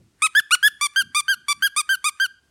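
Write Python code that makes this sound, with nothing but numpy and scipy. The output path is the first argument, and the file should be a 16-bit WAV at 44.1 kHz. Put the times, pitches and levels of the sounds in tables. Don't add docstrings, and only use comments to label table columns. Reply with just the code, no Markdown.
import sys
import numpy as np
from scipy import signal
from scipy.fft import rfft, irfft, next_fast_len
from scipy.io import wavfile
from scipy.ndimage import uniform_filter1d, map_coordinates

SR = 44100
rng = np.random.default_rng(int(sys.argv[2]) if len(sys.argv) > 2 else 0)


def attenuation_scalar(level_db):
    decades = np.asarray(level_db, float) / 20
    return 10 ** decades


def int16_out(signal):
    q = np.round(np.clip(np.atleast_2d(signal).T, -1, 1) * 32767)
    wavfile.write(sys.argv[1], SR, q.astype(np.int16))


N = 110250


def unit(x):
    return x / np.sqrt(np.mean(x ** 2) + 1e-20)


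def along(points, hz):
    f, v = np.transpose(points)
    return np.interp(np.log(hz + 1), np.log(f + 1), v)


def wobble(rate_hz, size):
    knots = rng.standard_normal(int(size * rate_hz / SR) + 4)
    return map_coordinates(knots, [np.arange(size) * rate_hz / SR])


def noise(spectrum):
    m = next_fast_len(N + 8192)
    closed = [(0.93, -120)] + list(spectrum) + [(SR / 2, -120)]
    shape = attenuation_scalar(along(closed, np.fft.rfftfreq(m, 1 / SR)))
    return unit(irfft(rfft(rng.standard_normal(m)) * shape, m)[:N])


def bell(t, centre_s, spread_s):
    return np.exp(-.5 * ((t - centre_s) / spread_s) ** 2)


def bursts(rows, spectrum):
    t = np.arange(N) / SR
    envelope = sum(attenuation_scalar(db) * bell(t, s, spread) for s, spread, db in rows)
    return envelope * noise(spectrum)


# [freq_hz, density_db]
HUSH_TONE = [(25, -28.5), (60, -6), (170, -16.5), (350, -16.5), (550, -27), (1000, -27), (9000, -32.5),
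             (16000, -47.5)]
HUSH_DB = -66
HUM_HZ, HUM_DB, HUM_FADE_DB_PER_S = 350, -75, 8
DUCK_S = [.2, .23, 2.38, 2.45]
DUCK_DB = -4


def hush_and_hum():
    t = np.arange(N) / SR
    duck_db = np.interp(t, DUCK_S, [0, DUCK_DB, DUCK_DB, 0])
    hum_db = HUM_DB - HUM_FADE_DB_PER_S * t + duck_db + 3.9 * wobble(25, size=N)
    hum = attenuation_scalar(hum_db) * np.sin(2 * np.pi * HUM_HZ * t + wobble(28, size=N))
    hush = attenuation_scalar(HUSH_DB + duck_db + 0.32 * wobble(17, size=N)) * noise(HUSH_TONE)
    return hush + hum


# [centre_s, spread_s, level_db]
RUSTLES = [(.02, 0.031, -59), (.12, 0.15, -74.5), (.7, 0.065, -67.5), (1.029, 0.013, -48.5),
           (1.065, 0.011, -53.5), (1.102, 0.011, -56.5), (1.17, 0.04, -62.5), (1.29, 0.028, -69),
           (1.401, 0.03, -62.5), (1.595, 0.029, -55.5), (1.68, 0.025, -64), (1.93, 0.035, -68.5)]
# [freq_hz, density_db]
CLOTH_TONE = [(15, -72), (25, -33), (102, 2), (220, -1), (401, -18.5), (700, -73.5), (910, -82.5),
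              (1540, -120)]
CLOTH_FLUTTER_DB = 2


def cloth():
    return attenuation_scalar(CLOTH_FLUTTER_DB * wobble(40, size=N)) * bursts(RUSTLES, CLOTH_TONE)


# [start_s, peak_db]
POPS = [
    (.334, -47),
    (.937, -49),
    (1.595, -51),
    (2.173, -51),
]
# [freq_hz, level_db]
POP_TONE = [(800, -18), (2500, 4), (5000, -6), (9000, -19), (11000, -43)]
POP_T60_S = .006


def bulb_pops():
    t = np.arange(N) / SR
    envelope = sum(attenuation_scalar(db - 60 * np.abs(t - s) / POP_T60_S) * (t > s) for s, db in POPS)
    return envelope * noise(POP_TONE)


PUFF_S = [.012, .27, .397, .552, .68]
PUFF_DB = [-58, -58, -50.5, -56.5, -51.5]
# [freq_hz, level_db]
PUFF_TONE = [(25, -9.5), (60, -4.5), (200, -3), (600, -11.5), (1200, -38.5)]
PUFF_SPREAD_S = .007


def port_puffs():
    rows = [(s, PUFF_SPREAD_S, db) for s, db in zip(PUFF_S, PUFF_DB)]
    return bursts(rows, PUFF_TONE)


# [freq_hz, t60_s]
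WALLS = [(1200, 0.46), (3000, 0.48), (8000, 0.59), (14000, 0.13)]
# [freq_hz, level_db]
WALL_TONE = [(1200, 1.5), (4000, -0.5), (9000, -3.5), (14000, 0.5)]
WALL_DB = -28
NEAR_DB, NEAR_T60_S = -24.5, 0.022


def room(x):
    hz, t, z = signal.stft(rng.standard_normal(SR), SR, nperseg=256)
    decay_db = along(WALL_TONE, hz)[:, None] - 60 * t / along(WALLS, hz)[:, None]
    tail = signal.istft(z * attenuation_scalar(decay_db), SR, nperseg=256)[1]
    near_t = np.arange(len(tail)) / SR
    near = rng.standard_normal(len(tail)) * attenuation_scalar(-60 * near_t / NEAR_T60_S)
    walls = attenuation_scalar(WALL_DB) * tail / np.linalg.norm(tail)
    near = attenuation_scalar(NEAR_DB) * near / np.linalg.norm(near)
    return signal.fftconvolve(np.pad(x, (100, 0)), walls + near)


GRIP_HZ = [1300, 2800, 4700, 5900, 7500, 9300, 11500, 14000]
LAG_RAD = .9
SHIMMER_DB = 1.53
END_BRIGHT_DB = 1.5
REFILL_OPENS_DB, OPENS_HZ, OPENS_WIDTH_HZ = 8, 10800, 1100


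def reed_overtones(pitch_hz, phase, swell_db, late, tone, grip, polarity):
    k = np.arange(1, 15)[:, None]
    hz = k * pitch_hz
    low, mid, ring, top = grip
    grip_db = along(list(zip(GRIP_HZ, [0, low, mid, mid, ring, ring, top, top])), hz)
    fall = (np.maximum.accumulate(swell_db) - swell_db) / 10
    slap_db = END_BRIGHT_DB * fall * np.clip(np.log2(k), 0, 2)
    opens_db = REFILL_OPENS_DB * (polarity < 0) * late * bell(hz, OPENS_HZ, OPENS_WIDTH_HZ)
    shimmer = np.array([wobble(35, size=len(phase)) for _ in k]) * np.sqrt((k - .5) / 4)
    size_db = along(tone, hz) + grip_db + slap_db + opens_db + SHIMMER_DB * shimmer
    size = attenuation_scalar(size_db) * (hz < 16500)
    waves = size * np.cos(k * phase - LAG_RAD * k * k / 2)
    return np.sum(waves, 0) * np.sqrt(2 / np.sum(size ** 2, 0))


REED_DB = 0.53
ATTACK_S, RELEASE_T60_S = .0015, .009
SAG_HZ_PER_S, JITTER = 8000, .002
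AIR_GROWS_DB = 9.5
GASP_DB, GASP_S, GASP_LATE_S = -25, .004, .001
LEAD_S, LEAD_DB = .016, -32


def note(rows, level_db, tone, grip, air_db, air, lead, polarity):
    s, hz = np.transpose(rows)
    first = int(s[0] * SR) - 2500
    t = (first + np.arange(7300)) / SR
    air = air[first:first + len(t)]
    lead = lead[first:first + len(t)]
    after = np.maximum(t - s[-1], 0)
    late = 2 * np.clip((t - s[0]) / (s[-1] - s[0]), 0, 1) - 1

    pitch_hz = np.maximum(np.interp(t, s, hz) - SAG_HZ_PER_S * after, 500)
    pitch_hz = pitch_hz * (1 + JITTER * wobble(400, size=len(t)))
    pitch_hz = uniform_filter1d(pitch_hz, size=150)
    phase = 2 * np.pi * np.cumsum(pitch_hz) / SR
    swell_db = np.interp(t, s, level_db)
    reed = reed_overtones(pitch_hz, phase, swell_db, late, tone, grip, polarity)

    leak = attenuation_scalar(air_db + AIR_GROWS_DB * late) * air * (1 + np.cos(phase))
    start = np.clip((t - s[0]) / ATTACK_S + 1, 0, 1) ** 2
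    envelope = attenuation_scalar(swell_db + REED_DB - 60 * after / RELEASE_T60_S) * start
    voiced = envelope * (polarity * reed + leak)
    gasp = attenuation_scalar(np.max(level_db) + GASP_DB) * bell(t, s[-1] + GASP_LATE_S * (polarity > 0), GASP_S)
    rising = attenuation_scalar(level_db[0] + LEAD_DB) * np.exp(np.minimum(t - s[0], 0) / LEAD_S) * (t < s[0])
    return first, voiced + gasp * air + rising * lead


# [time_s, pitch_hz]
SQUEEZES = [
    [(0.221, 1126), (0.228, 1216), (0.238, 1268), (0.249, 1286), (0.259, 1277), (0.265, 1237), (0.273, 984)],
    [(0.509, 1125), (0.516, 1236), (0.525, 1401), (0.534, 1451), (0.544, 1467), (0.548, 1460),
     (0.556, 1011)],
    [(0.812, 1127), (0.82, 1159), (0.831, 1193), (0.843, 1179), (0.854, 1149), (0.861, 1169), (0.869, 1084)],
    [(1.148, 1124), (1.156, 1163), (1.168, 1222), (1.18, 1206), (1.192, 1191), (1.2, 1182), (1.208, 1117)],
    [(1.484, 1141), (1.49, 1146), (1.499, 1167), (1.508, 1177), (1.517, 1166), (1.521, 1163), (1.529, 1131)],
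    [(1.764, 1137), (1.771, 1161), (1.78, 1222), (1.791, 1257), (1.801, 1205), (1.806, 1176), (1.814, 1139)],
    [(2.043, 1128), (2.05, 1162), (2.06, 1215), (2.072, 1253), (2.082, 1198), (2.088, 1196), (2.096, 1114)],
]
SQUEEZE_LEVELS = [(-17.4, -15.4, -15.1, -15.6, -16.3, -16.9, -29.9),
                  (-20.6, -17.3, -13.4, -11.7, -11.8, -12.2, -29.2),
                  (-20.0, -19.5, -18.7, -18.9, -20.0, -18.8, -25.6),
                  (-21.0, -19.2, -16.9, -17.9, -18.9, -18.1, -26.4),
                  (-21.3, -19.4, -18.1, -17.9, -18.2, -18.4, -22.5),
                  (-22.2, -18.5, -17.5, -17.6, -19.3, -18.4, -26.9),
                  (-21.1, -19.7, -18.8, -17.5, -20.2, -19.2, -28.2)]
# [db at 2800 Hz, db at 4700-5900, db at 7500-9300, db from 11500]
SQUEEZE_GRIPS = [(1, -8, 1, -3), (-2.5, -3.5, -3.5, 0.5), (-1, 1.5, 1, 3), (-2.5, -1, -0.5, 1),
                 (-2.5, 2.5, -2, 2.5), (-5, -1.5, 1.5, 3), (-4.5, -2, 0.5, 3)]
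# [freq_hz, level_db]
SQUEEZE_TONE = [(1150, -2.5), (2500, -1), (3700, -6.5), (5600, -12), (7600, -14), (9200, -5), (10800, -22),
                (15500, -38.5)]
# [time_s, pitch_hz]
REFILLS = [
    [(0.351, 1519), (0.358, 1606), (0.368, 1674), (0.379, 1744), (0.389, 1763), (0.395, 1713),
     (0.403, 1379)],
    [(0.629, 1531), (0.637, 1632), (0.647, 1679), (0.659, 1688), (0.67, 1735), (0.677, 1733), (0.685, 1372)],
    [(0.961, 1519), (0.97, 1571), (0.981, 1599), (0.994, 1610), (1.007, 1570), (1.015, 1487), (1.023, 1383)],
    [(1.282, 1518), (1.291, 1563), (1.302, 1610), (1.315, 1604), (1.328, 1520), (1.336, 1478),
     (1.344, 1409)],
    [(1.624, 1517), (1.632, 1575), (1.642, 1625), (1.653, 1640), (1.664, 1612), (1.67, 1540), (1.678, 1381)],
    [(1.892, 1510), (1.901, 1564), (1.913, 1588), (1.926, 1586), (1.939, 1527), (1.947, 1498),
     (1.955, 1391)],
    [(2.2, 1510), (2.209, 1562), (2.221, 1596), (2.234, 1608), (2.247, 1529), (2.255, 1475), (2.263, 1402)],
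]
REFILL_LEVELS = [(-17.4, -13.9, -12.6, -11.8, -12.3, -12.3, -25.9),
                 (-17.5, -14.3, -12.4, -12.3, -12.7, -11.6, -27.4),
                 (-18.1, -15.5, -15.2, -15.5, -17.3, -20.8, -29.0),
                 (-19.9, -16.4, -16.0, -16.2, -19.4, -22.4, -27.2),
                 (-17.5, -15.9, -15.4, -15.1, -17.3, -17.8, -29.2),
                 (-19.2, -16.8, -16.8, -17.1, -19.1, -19.9, -28.8),
                 (-19.2, -17.0, -16.5, -17.4, -19.4, -22.0, -29.1)]
# [db at 2800 Hz, db at 4700-5900, db at 7500-9300, db from 11500]
REFILL_GRIPS = [(0.34, -3.5, 1, -0.5), (3.2, -1.5, 4.5, 5.5), (3.9, 4, 7, 4.5), (-0.0023, 3.5, 1, 1),
                (0.45, 2, 3, 7.5), (-2, -2, 2.5, 3.5), (0.51, 1.5, 0, 1.5)]
# [freq_hz, level_db]
REFILL_TONE = [(1500, 1), (3200, -8), (4800, -17), (6400, -22.5), (7900, -29.5), (8800, -37.5), (9600, -21),
               (15500, -35)]
# [freq_hz, level_db]
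AIR_TONE = [(900, -30), (2200, -4), (4000, -3), (7000, -5), (9500, 0), (12000, -6), (15500, -16)]
# [freq_hz, level_db]
LEAD_TONE = [(900, -2), (1600, 10.5), (3000, -5.5), (6000, -12), (9200, -3), (12000, -17), (15500, -32.5)]
SQUEEZE_AIR_DB, REFILL_AIR_DB = -27, -38
LOWEST_HZ = 750


def squeaker():
    out, air, lead = np.zeros(N + 2 * SR), noise(AIR_TONE), noise(LEAD_TONE)
    kinds = [(SQUEEZES, SQUEEZE_LEVELS, SQUEEZE_GRIPS, SQUEEZE_TONE, SQUEEZE_AIR_DB, 1),
             (REFILLS, REFILL_LEVELS, REFILL_GRIPS, REFILL_TONE, REFILL_AIR_DB, -1)]
    for *notes, tone, air_db, polarity in kinds:
        for rows, level_db, grip in zip(*notes):
            first, x = note(rows, level_db, tone, grip, air_db, air, lead, polarity)
            wet = room(x)
            out[first:first + len(x)] += x
            out[first:first + len(wet)] += wet
    highpass = signal.butter(2, LOWEST_HZ, "high", fs=SR, output="sos")
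    return signal.sosfiltfilt(highpass, out[:N])


def scene():
    mix = hush_and_hum() + cloth() + bulb_pops() + port_puffs() + squeaker()
    return np.tile(mix, (2, 1))


def band_limit(x):
    return signal.sosfilt(signal.butter(12, 16790, fs=SR, output="sos"), x)


def record(dry):
    return band_limit(dry)


dry = scene()
out = record(dry)
int16_out(out)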